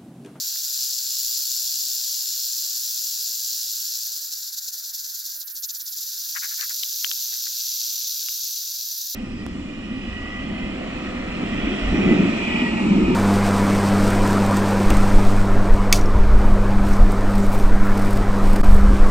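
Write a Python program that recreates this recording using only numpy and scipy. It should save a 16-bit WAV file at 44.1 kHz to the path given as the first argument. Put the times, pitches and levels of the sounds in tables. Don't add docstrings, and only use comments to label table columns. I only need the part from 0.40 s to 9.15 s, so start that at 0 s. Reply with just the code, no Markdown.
import sys
import numpy as np
from scipy import signal
from scipy.fft import rfft, irfft
from scipy.io import wavfile
from scipy.ndimage import map_coordinates

SR = 44100
rng = np.random.default_rng(int(sys.argv[2]) if len(sys.argv) > 2 else 0)


def bounce(signal):
    frames = np.transpose(np.atleast_2d(signal))
    limited = np.clip(frames, -1, 1)
    pcm = np.round(limited * 32767).astype(np.int16)
    wavfile.write(sys.argv[1], SR, pcm)


N = 385830

# time in seconds, buzz level in dB, treble level in dB, both before trims.
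EFFORT = [(0.0, -29, -31), (0.3, -28.5, -30.5), (0.43, -26.3, -29), (0.63, -28.6, -31.0), (0.8, -26.5, -28),
          (1.73, -27.5, -29.5), (2.46, -28.5, -29.5), (3.53, -29.5, -31), (4.1, -35, -35.5),
          (4.79, -35.5, -34.1), (5.93, -30.5, -32), (6.7, -28, -29.5), (7.13, -28.5, -31.5),
          (7.2, -27, -30), (8.1, -28.5, -31), (8.23, -29.5, -33), (8.75, -31.5, -32.0)]
# time in seconds, level in dB.
STALL = [(4.93, -1), (4.98, -8), (5.05, -24), (5.25, -20), (5.5, -14.5), (5.575, -3)]
SPLIT_HZ = 9660
HOLLOW_HZ = 1610


def from_db(db):
    return 10 ** (np.asarray(db) / 20)


def rms_one(x):
    return x / np.sqrt(np.mean(x ** 2) + 1e-20)


def seconds():
    return np.arange(N) / SR


def bins_hz():
    return np.arange(N // 2 + 1) * SR / N


def in_time(rows):
    s, *columns = np.transpose(rows)
    return [np.interp(seconds(), s, c) for c in columns]


def in_frequency(rows):
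    hz, *columns = np.transpose(rows)
    return np.array([np.interp(np.log(bins_hz() + 1), np.log(hz), c) for c in columns])


def drift(rate_hz):
    knots = rng.standard_normal(int(N / SR * rate_hz) + 2)
    return rms_one(map_coordinates(knots, [seconds() * rate_hz], order=2, mode="nearest"))


def resonate_twice(x, hz, width_hz):
    r = np.exp(-np.pi * width_hz / SR)
    b = np.array([1, 0, -1]) * (1 - r * r) / 2
    a = [1, -2 * r * np.cos(2 * np.pi * hz / SR), r * r]
    for _ in range(2):
        x = signal.lfilter(b, a, x + 1e-18)
    return x


def resonate(x, hz, width_hz):
    r = np.exp(-np.pi * width_hz / SR)
    b = np.array([1, 0, -1]) * (1 - r * r) / 2
    a = [1, -2 * r * np.cos(2 * np.pi * hz / SR), r * r]
    return signal.lfilter(b, a, x + 1e-18)


def high_pass_twice(x, hz):
    sos = signal.butter(2, hz, "high", fs=SR, output="sos")
    return signal.sosfilt(sos, signal.sosfilt(sos, x))


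def low_pass(hz, order):
    return 1 / np.sqrt(1 + (bins_hz() / hz) ** (2 * order))


def rattle(body_db=0.47, low_hz=2350, knock_hz=3420, knock_growth=0.85):
    level_db, _ = in_time(EFFORT)
    vigour_db = level_db - level_db.mean()
    clicks = collisions(vigour_db, per_s=3400, stroke_db=2.0, lopsided_db=0.5, scatter=0.83)
    register = low_pass(SPLIT_HZ, order=12) * np.sqrt(1 - low_pass(low_hz, order=6) ** 2)
    sound = radiate(clicks, register)
    knock = irfft(rfft(sound) * low_pass(knock_hz, order=14) ** 2, N)
    knock_gain = from_db(knock_growth * np.minimum(vigour_db, 2))
    return (sound + knock * (knock_gain - 1)) * from_db(level_db + body_db)


def collisions(vigour_db, per_s, stroke_db, lopsided_db, scatter, size_db=2.5, uneven_db=0.85, locking=0.14):
    # time in seconds, full swings of the tail per second.
    swing_curve = [(0, 63.8), (.75, 63.5), (2.25, 61), (3.75, 57.8), (4.8, 55), (5.25, 55.8), (6.25, 60),
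                   (7.25, 61.2), (8.75, 59)]
    swing_hz, = in_time(swing_curve)
    phase = 2 * np.pi * np.cumsum(swing_hz) / SR + 0.063 * drift(25)
    in_step = np.clip(0.5 + locking * vigour_db, 0.2, 1.5)
    stroke = stroke_db * np.cos(2 * phase) + lopsided_db * np.cos(phase)
    force = from_db(in_step * stroke + uneven_db * drift(170))
    struck = rng.random(N) < per_s / SR
    hits = struck * from_db(size_db * np.clip(rng.standard_normal(N), -2, 2))
    clicks = rms_one(hits * rng.choice([-1, 1], (2, N)))
    return rms_one(force * (clicks + scatter * rng.standard_normal((2, N))))


def radiate(clicks, register):
    # frequency in Hz, left gain in dB, right gain in dB.
    shell = [(2240, -24, -37.5), (2740, -19, -22.5), (3067, -19.5, -18.5), (3670, -10.5, -7),
             (4277, 0, -3.5), (5860, 0, 0.3), (6420, -1.5, -4.5), (7264, 2.5, -9.5), (8190, -16.5, -14.5),
             (8780, -16.5, -18.5), (10480, -12.5, -10), (11240, -17, -6), (12070, -7, 0), (15900, -5.5, -8)]
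    # frequency in Hz, left-right likeness from 0 to 1.
    likeness = [(2200, 0.95), (3000, 0.87), (5500, 0.88), (7300, 0.61), (9000, 0.36), (12000, 0.34),
                (15500, 0.12)]
    # time in seconds, place (limited to 1 .. -1 below).
    place_curve = [(0, 0.23), (.5, 0.92), (1, 1), (1.6, 0.72), (2.7, .65), (5, -0.2), (6, -0.3),
                   (7.4, -1.1)]
    # frequency in Hz, gain in dB.
    ground = [(3800, -1.5), (4800, 0.35), (5400, 0), (6100, -2.5), (7000, 1), (7700, 3), (8900, -2.5),
              (10500, 2.5), (11500, .5), (12600, -1.5), (13600, -1), (15300, 1)]
    mid, side = rfft(clicks)
    alike = in_frequency(likeness)
    ears = np.sqrt(1 + alike) * mid + np.sqrt(1 - alike) * side * [[1], [-1]]
    sound = ears * from_db(in_frequency(shell)) * register
    place, = in_time(place_curve)
    share = np.clip((1 + place) / 2, 0, 1)
    ground_db = in_frequency(ground)
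    at_plus, at_minus = [irfft(sound * from_db(sign * ground_db) * stalks(), N) for sign in (1, -1)]
    out = share * at_plus + (1 - share) * at_minus
    return out / out.mean(axis=0).std()


def stalks(strength=0.23, reach_s=0.004, count=30):
    echoes = np.zeros(N)
    delays = (rng.uniform(0.15, 1, count) * reach_s * SR).astype(int)
    echoes[delays] = rng.choice([-1, 1], count) * strength / np.sqrt(count)
    return 1 + rfft(echoes)


def flutter(rate_hz=19.38, crest_s=3.825, jitter_s=0.0029, uneven=0.69, limp=0.56, sag=0.033):
    # time in seconds, depth in dB (negative inverts the swing).
    depth_curve = [(0, -0.2), (3.2, -0.1), (3.85, 0.8), (4.15, 4), (4.45, 2), (4.7, 3.5), (4.9, 1.5),
                   (5.7, 2), (6.5, 0), (8.1, -0.5), (8.6, 1.4)]
    (depth_db,), (running_db,) = in_time(depth_curve), in_time(STALL)
    late_s = jitter_s * drift(rate_hz) / np.maximum(depth_db, 0.5)
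    phase = 2 * np.pi * rate_hz * (seconds() - crest_s - late_s)
    beat = np.cos(phase) + limp * np.sin(phase / 2) - sag
    return from_db(running_db) * depth_db * (1 + uneven * drift(rate_hz)) * beat


def stall():
    # centre in seconds, strength in dB relative to the buzz, two-sigma half-length in seconds.
    sputter_rows = [(5.016, -1.5, 0.026), (5.081, -2, 0.014), (5.109, -6.5, 0.019), (5.173, -1.5, 0.03),
                    (5.243, 4.5, 0.02), (5.302, 3, 0.019), (5.356, -0.5, 0.026), (5.41, 0.5, 0.017),
                    (5.478, -1.5, 0.03), (5.532, -1.2, 0.02)]
    t = seconds()
    running_db, = in_time(STALL)
    sputters = sum(from_db(db) * np.exp(-2 * ((t - s) / length_s) ** 2) for s, db, length_s in sputter_rows)
    return 20 * np.log10(np.hypot(from_db(running_db), sputters))


def sizzle(swell_db, steady=0.1, gain_db=2.15):
    # time in seconds, left-right difference in dB.
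    pan_curve = [(0, -0.3), (1.5, 1.9), (4, -1), (6.6, -0.7), (8.75, -0.2)]
    _, level_db = in_time(EFFORT)
    pan_db, = in_time(pan_curve)
    vigour_db = level_db - level_db.mean()
    clicks = collisions(vigour_db, per_s=6000, stroke_db=1.5, lopsided_db=1.1, scatter=0.74)
    swell = np.sqrt(steady + (1 - steady) * from_db(swell_db) ** 2)
    ears = from_db(np.array([[1], [-1]]) * pan_db / 2)
    treble = np.sqrt(1 - low_pass(SPLIT_HZ, order=12) ** 2)
    return rms_one(radiate(clicks, treble) * ears) * swell * from_db(level_db + gain_db)


def rubs(width_hz=850, grain_db=1.0, right_db=-33, low_hz=820):
    # crest in seconds, rise and fall in seconds (one sigma each), left level in dB.
    rub_rows = [(5.966, 0.0075, .011, -25.5), (6.026, 0.0023, 0.0088, -41), (6.044, 0.014, 0.015, -32),
                (6.128, 0.026, 0.015, -42), (6.2, 0.015, .015, -41), (6.232, 0.013, 0.015, -33.5),
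                (6.305, 0.0066, 0.012, -37.5), (6.935, .015, 0.029, -50), (7.071, 0.005, 0.0071, -42.5)]
    t = seconds()
    pressure = np.zeros(N)
    for s, rise_s, fall_s, db in rub_rows:
        width_s = np.where(t < s, rise_s, fall_s)
        pressure += from_db(db) * np.exp(-0.5 * ((t - s) / width_s) ** 2)
    friction = rng.standard_normal(N) * from_db(grain_db * drift(500))
    sound = high_pass_twice(resonate_twice(friction, HOLLOW_HZ, width_hz), low_hz)
    return pressure * rms_one(sound) * from_db([[0], [right_db]])


def snaps(width_hz=650, hollow_width_hz=1060, splinter=0.29, splinter_s=0.0012, low_hz=1250):
    # start in seconds, peak in dB before pan, pitch in Hz, hollow share in dB, left-right in dB.
    snap_rows = [(.1595, -30, 1920, 5, 4), (6.211, -23.5, 4060, -25, 28), (6.434, -8, 3260, -31, 1),
                 (6.6456, -7.5, 3050, -6.5, 7), (6.665, -25, 2500, -13, 4),
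                 (6.7142, -11.5, 3260, -8.5, 4.5), (7.886, -22.5, 3070, -10, 16.5)]
    out, t = np.zeros((2, N)), np.arange(SR // 40) / SR
    for s, db, hz, hollow_db, pan_db in snap_rows:
        crack = splinter * rng.standard_normal((2, len(t))) * np.exp(-t / splinter_s)
        crack[:, 0] = 1
        stalk = high_pass_twice(resonate(crack, hz, width_hz), low_hz)
        hollow = high_pass_twice(resonate(crack, HOLLOW_HZ, hollow_width_hz), low_hz)
        sound = stalk / np.abs(stalk).max() + from_db(hollow_db) * hollow / np.abs(hollow).max()
        ears = from_db(db + np.array([[1], [-1]]) * pan_db / 2)
        at = round(s * SR)
        out[:, at:at + len(t)] += sound / np.abs(sound).max() * ears
    return out


def bump(at_s=0.158, peak_db=-56, hz=560, width_hz=290):
    push = np.arange(N) == round(at_s * SR)
    knock = resonate_twice(push, hz, width_hz)
    return knock / np.abs(knock).max() * from_db(peak_db)


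def hiss():
    # frequency in Hz, left and right density in dB per Hz before the fade.
    spectrum = [(60, -138, -138), (200, -135, -135), (342, -131, -131), (430, -119, -119),
                (595, -112, -112), (800, -96.5, -99.6), (1100, -100, -99.5), (1307, -94, -99),
                (1468, -83, -90.5), (1773, -85, -95), (1990, -95.5, -101.5), (3030, -96, -98)]
    # time in seconds, level in dB.
    fade = [(0, 1.6), (7.3, -0.5), (8.75, -3.5)]
    level_db, = in_time(fade)
    noise = irfft(rfft(rng.standard_normal((2, N))) * from_db(in_frequency(spectrum)), N)
    return noise * np.sqrt(SR / 2) * from_db(level_db)


def scene():
    flutter_db, stall_db = flutter(), stall()
    buzz = rattle() * from_db(flutter_db + stall_db)
    snake = buzz + sizzle(flutter_db + 0.15 * stall_db)
    return snake + rubs() + snaps() + bump() + hiss()


def record(dry):
    return irfft(rfft(dry) * low_pass(15900, order=200), N)


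dry = scene()
out = record(dry)
bounce(out)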